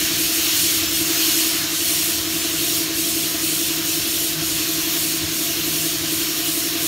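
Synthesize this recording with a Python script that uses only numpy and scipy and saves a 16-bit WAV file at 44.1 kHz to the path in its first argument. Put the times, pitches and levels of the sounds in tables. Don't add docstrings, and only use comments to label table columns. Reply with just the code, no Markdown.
import sys
import numpy as np
from scipy import signal
from scipy.fft import rfft, irfft, next_fast_len
from scipy.io import wavfile
from scipy.ndimage import uniform_filter1d

SR = 44100
rng = np.random.default_rng(int(sys.argv[2]) if len(sys.argv) > 2 else 0)


def store_pcm(level_fs):
    pcm = np.round(np.clip(level_fs, -1, 1) * 32767).astype(np.int16)
    wavfile.write(sys.argv[1], SR, np.atleast_2d(pcm).T)


def volts_from_db(level):
    exponent = np.asarray(level, float) / 20
    return 10 ** exponent


N = 302967

# (frequency [Hz], level [dB per Hz])
SHED_COLOUR = [(25, -36), (34, -24), (40, -13), (85, -9), (112, -12.5), (170, -6.5), (255, -14),
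               (385, -8.5), (550, -16), (700, -8), (725, -21.5), (900, -26)]
SHED_DB, BREEZE_DB = -38.5, -40
# (time [s], half length [s], level [dB])
BUFFETS = [(.02, 0.066, -29), (.25, 0.13, -35.5), (.75, 0.29, -35), (1.6, 0.066, -41), (2.22, .12, -35),
           (2.702, 0.14, -40), (3.115, .12, -42), (3.45, .1, -43), (4.06, 0.071, -40), (4.53, 0.084, -31),
           (5.247, 0.057, -30), (5.63, 0.08, -34), (6.03, .1, -37)]

MAINS_HZ, MAINS_DB = 100.5, -50
# (time [s], half length [s], level [dB])
BELT_SLAPS = [(.14, 0.035, -46), (0.265, 0.038, -45), (0.64, .03, -42), (0.997, .04, -45),
              (1.31, 0.034, -48), (1.69, 0.088, -45), (2.0, 0.087, -47.5), (2.354, 0.045, -43),
              (2.578, .04, -38), (2.803, 0.11, -48), (3.05, 0.11, -51), (3.246, 0.037, -40),
              (3.523, 0.072, -40.5), (3.777, 0.089, -43), (3.98, .04, -44), (4.394, 0.032, -34),
              (4.562, 0.034, -43), (4.744, 0.055, -44), (5.06, 0.22, -47), (5.28, .07, -41.5),
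              (5.48, 0.025, -41), (5.756, 0.18, -43), (6.06, 0.1, -41), (6.253, 0.061, -50),
              (6.5, .04, -42), (6.678, 0.034, -47), (6.83, 0.026, -40)]
GUARD_HZ, GUARD_WAVER_HZ, GUARD_REST_DB = 157, 0.8, -49

# (time [s], speed [turns per second])
CRANK_SPEED = [(0, 11.139), (2.6, 11.141), (3.4, 11.147), (4.9, 11.146), (5.4, 11.156), (6.87, 11.157)]
# (crank angle [turns], strength [dB])
VALVE_KNOCKS = [
    (.0046, -7.3),
    (.1985, 0),
    (.3854, -5.5),
    (.4000, -5),
    (.6490, -15.2),
    (.7827, -11.8),
]
# (frequency [Hz], width [Hz], level [dB])
PIPE_KNOCK = (318, 25, -31.3)
# (frequency [Hz], width [Hz], level [dB])
PIPE_AIR = (328, 46, -42.5)
# (frequency [Hz], width [Hz], knock level [dB],
# air-flow level [dB])
TANK_AND_ROOF = [(191.7, 7.8, -67.5, -90), (234.5, 12, -50, -54), (261.7, 3.4, -67, -50.5),
                 (367.7, 4.4, -47.5, -62), (416, 53, -48.5, -53.5), (517.3, 7.4, -64, -58.5),
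                 (675.1, 7.9, -57, -52.5), (685.5, 7.7, -51, -54.5), (701.6, 4, -52, -57),
                 (311.4, 1.5, -78, -51), (622, 26, -56.5, -73), (1060, 9.6, -58, -58)]

# (frequency [Hz], level [dB per Hz])
JET_COLOUR = [(450, -34), (760, -19.5), (977, -12.5), (1040, -11.5), (2100, -6.5), (2910, 1), (4390, 2),
              (4860, -1.5), (5440, 0.5), (6650, 1.5), (7530, -1), (9210, 2), (10400, 2), (12300, 4.5),
              (15200, 2.5)]
# (frequency [Hz], width [Hz], depth [dB])
SHADOWS = [(3670, 750, -2.5), (4860, 190, -2.5), (6080, 290, -3), (7500, 600, -0.5), (10400, 360, -3.5)]
BAND_EDGES = [2150, 7300, 10500]
# (time [s], level [dB])
NEARNESS = [(0.0, -21.0), (0.28, -23.5), (0.57, -20.5), (1.04, -24), (1.22, -20.5), (1.55, -22),
            (1.84, -24.5), (1.9, -23), (2.29, -25), (2.67, -24), (3.03, -25.5), (3.85, -25), (4.35, -25.5),
            (4.75, -24.5), (4.95, -25), (5.55, -25), (6.43, -25.5), (6.87, -25.5)]
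# (time [s], half length [s], hiss dimming [dB], sizzle dimming [dB])
WRIST_TURNS = [(0.123, 0.15, 7, 3), (0.5, 0.17, 6, 1.5), (0.889, 0.13, 7.5, 2), (1.216, 0.154, 6.5, 1),
               (1.68, 0.17, 8.5, 5.5), (2.28, 0.133, 6.5, 3.5), (2.536, 0.21, 4.3, 2.5), (2.91, 0.1, 8, 4),
               (3.379, 0.086, 8, 3), (3.82, 0.1, 8.5, 2.5), (4.046, 0.12, 3.5, 1), (4.394, 0.075, 7, 4.0),
               (4.76, 0.23, 5, 2), (4.95, 0.09, 7.5, -1), (5.284, 0.13, 6.5, 4.0), (5.62, 0.17, 7, 1.5),
               (6.032, 0.13, 6.5, 3.5), (6.36, 0.17, 6, 1), (6.753, 0.11, 7.5, 2)]
ARM_LENGTH_ROAR_DB = -25.5
HISS_DB, SIZZLE_DB, RUSH_DB = -30, -25, -39.5
HISS_FOLLOWS, SIZZLE_FOLLOWS, RUSH_FOLLOWS = 0.76, 0.77, 0.63
RUSH_PER_TURN, ROAR_PER_TURN = 0.31, 0.39
FLICK_BACK = 0.54

# (centre time [s], low edge [Hz])
STEREO_PATCHES = [(.253, 14500), (.3, 7600), (.3, 13900), (.416, 9900), (.695, 8300), (.695, 12000),
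                  (.718, 6900), (1.345, 14200), (.88, 5000), (.95, 4200), (1.182, 4100), (1.345, 4300),
                  (1.345, 8300), (1.856, 6900), (1.925, 6200), (2.273, 4100), (2.273, 7600), (2.413, 5000),
                  (2.738, 8200), (2.924, 7900), (2.924, 11000), (3.597, 8100), (3.922, 6200), (4.038, 6500),
                  (4.061, 11800), (4.224, 7600), (4.549, 11700), (5.13, 10600), (4.073, 14200),
                  (5.64, 7900)]
PATCH_WIDTH_HZ, TOP_HZ = 1700, 15720


def level(x, db):
    return x * volts_from_db(db) / np.sqrt(np.mean(x ** 2))


def curve(rows):
    s, *columns = np.transpose(rows)
    return [np.interp(np.arange(N) / SR, s, c) for c in columns]


def shaped(x, gain):
    size = next_fast_len(N + SR)
    hz = np.arange(1, size // 2 + 2) * SR / size
    return irfft(rfft(x, size) * gain(hz), size)[:N]


def colour(points, hz):
    f, db = np.transpose(points)
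    return volts_from_db(np.interp(np.log(hz), np.log(f), db, left=-80, right=db[-1]))


def ring(hz, centre_hz, width_hz):
    return (1 + 1j * (hz / centre_hz - centre_hz / hz) * centre_hz / width_hz) ** -2


def rung(x, centre_hz, width_hz, db):
    return level(shaped(x, lambda hz: ring(hz, centre_hz, width_hz)), db)


def walk(rate):
    hold = int(SR / rate)
    steps = rng.standard_normal(N // 200)[:N // hold + 1]
    wander = np.repeat(steps, hold)
    wander = uniform_filter1d(uniform_filter1d(wander, hold), hold)[:N]
    return wander / wander.std()


def swells(s, half_s, size, back=1):
    t = np.arange(0, N + 64, 64) / SR
    since = t - s[:, None]
    side = np.where(since > 0, back, 1)
    bells = np.exp(-(since / half_s[:, None] / side) ** 2)
    return np.interp(np.arange(N) / SR, t, size @ bells)


def shed():
    rumble = shaped(rng.standard_normal(N), lambda hz: colour(SHED_COLOUR, hz))
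    wind = shaped(rng.standard_normal(N), lambda hz: ring(hz, 87, 103) / (1 + (42 / hz) ** 12))
    s, half_s, db = np.transpose(BUFFETS)
    gusts = volts_from_db(BREEZE_DB) + swells(s, half_s, volts_from_db(db))
    return level(rumble, SHED_DB) * volts_from_db(0.5 * walk(3.03)) + level(wind, -10.5) * gusts


def motor():
    s, half_s, db = np.transpose(BELT_SLAPS)
    buzz = volts_from_db(GUARD_REST_DB) + swells(s, half_s, volts_from_db(db))
    hum = np.sin(2 * np.pi * MAINS_HZ * np.arange(N) / SR) * volts_from_db(MAINS_DB + 0.56 * walk(2.5))
    guard_hz = GUARD_HZ + GUARD_WAVER_HZ * walk(6.5)
    guard = np.sin(2 * np.pi * np.cumsum(guard_hz) / SR) * buzz * volts_from_db(walk(4))
    return np.sqrt(2) * (hum + guard)


def valve_knocks():
    turn = 0.01 + np.cumsum(curve(CRANK_SPEED)[0]) / SR
    angle, db = np.transpose(VALVE_KNOCKS)
    whole = np.arange(int(turn[-1]) + 1)[:, None]
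    jitter_s, jitter_db = 0.00004 * rng.standard_normal((2, len(whole), len(angle)))
    jitter_db = jitter_db / 0.00004 * 0.8
    at = np.interp(whole + angle, turn, np.arange(N)) + jitter_s * SR
    strength = volts_from_db(db + jitter_db) * (whole + angle < turn[-1])
    knocks = np.zeros(N)
    np.add.at(knocks, np.clip(at, 0, N - 1).astype(int), strength)
    return knocks * volts_from_db(0.7 * walk(3))


def compressor():
    knocks = valve_knocks()
    swell = signal.lfilter([1], [1, -np.exp(-1 / (0.012 * SR))], knocks)
    flow = rng.standard_normal(N) * (1 + 0.5 * swell / swell.mean())
    sound = rung(knocks, *PIPE_KNOCK) + rung(flow, *PIPE_AIR)
    for hz, width_hz, knock_db, flow_db in TANK_AND_ROOF:
        sound += rung(knocks, hz, width_hz, knock_db) + rung(flow, hz, width_hz, flow_db)
    return sound


def glints(x, depth_db, wide, long):
    cells = signal.stft(x, nperseg=512)[2]
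    field = uniform_filter1d(rng.standard_normal(cells.shape), wide, axis=0)
    field = uniform_filter1d(field, long, axis=1)
    return signal.istft(cells * volts_from_db(depth_db * field / field.std()), nperseg=512)[1][:N]


def sweep():
    level_db, = curve(NEARNESS)
    s, half_s, hiss_dims, sizzle_dims = np.transpose(WRIST_TURNS)
    near = level_db - ARM_LENGTH_ROAR_DB
    hiss_dip = swells(s, half_s, hiss_dims, FLICK_BACK)
    sizzle_dip = swells(s, half_s, sizzle_dims, FLICK_BACK)
    rush_db = RUSH_DB + RUSH_FOLLOWS * near + RUSH_PER_TURN * hiss_dip
    roar_db = level_db - ROAR_PER_TURN * sizzle_dip
    hiss_db = HISS_DB + HISS_FOLLOWS * near - hiss_dip
    sizzle_db = SIZZLE_DB + SIZZLE_FOLLOWS * near - sizzle_dip
    return rush_db, roar_db, hiss_db, sizzle_db


def jet_body(hz):
    shadow_db = sum(db * np.exp(-((hz - f) / w) ** 2) for f, w, db in SHADOWS)
    return colour(JET_COLOUR, hz) * volts_from_db(shadow_db)


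def gun():
    rush_db, roar_db, hiss_db, sizzle_db = sweep()
    air = glints(rng.standard_normal(N), 1.3, wide=3, long=10)
    low, mid, high = [shaped(air, lambda hz: jet_body(hz) / (1 + (hz / edge) ** 12)) for edge in BAND_EDGES]
    eddies = walk(25.26)
    rush = level(low, 0.15) * volts_from_db(rush_db)
    roar = level(mid - low, 0.033) * volts_from_db(roar_db + 0.11 * eddies)
    hiss = level(high - mid, 0.17) * volts_from_db(hiss_db + 0.6 * eddies + 0.5 * walk(30))
    sizzle = level(shaped(air, jet_body) - high, 0.57) * volts_from_db(sizzle_db + 0.53 * eddies)
    return rush + roar + hiss + sizzle


def scene():
    return np.tile(shed() + motor() + compressor() + gun(), (2, 1))


def low_pass(x):
    return signal.sosfilt(signal.butter(12, 17060, fs=SR, output="sos"), x)


def record(dry):
    out = np.array([shaped(c, lambda hz: hz < TOP_HZ) for c in dry])
    half = 1024
    hz = np.arange(half + 1) * SR / (2 * half)
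    fade = np.sqrt(np.hanning(2 * half))
    for s, low_hz in STEREO_PATCHES:
        i = int(s * SR)
        band = (hz > low_hz) * (hz < low_hz + PATCH_WIDTH_HZ)
        change = out[0, i - 3 * half:i - half] - out[0, i - half:i + half]
        out[1, i - half:i + half] += irfft(rfft(change) * band) * fade
    return low_pass(out)


dry = scene()
out = record(dry)
store_pcm(out)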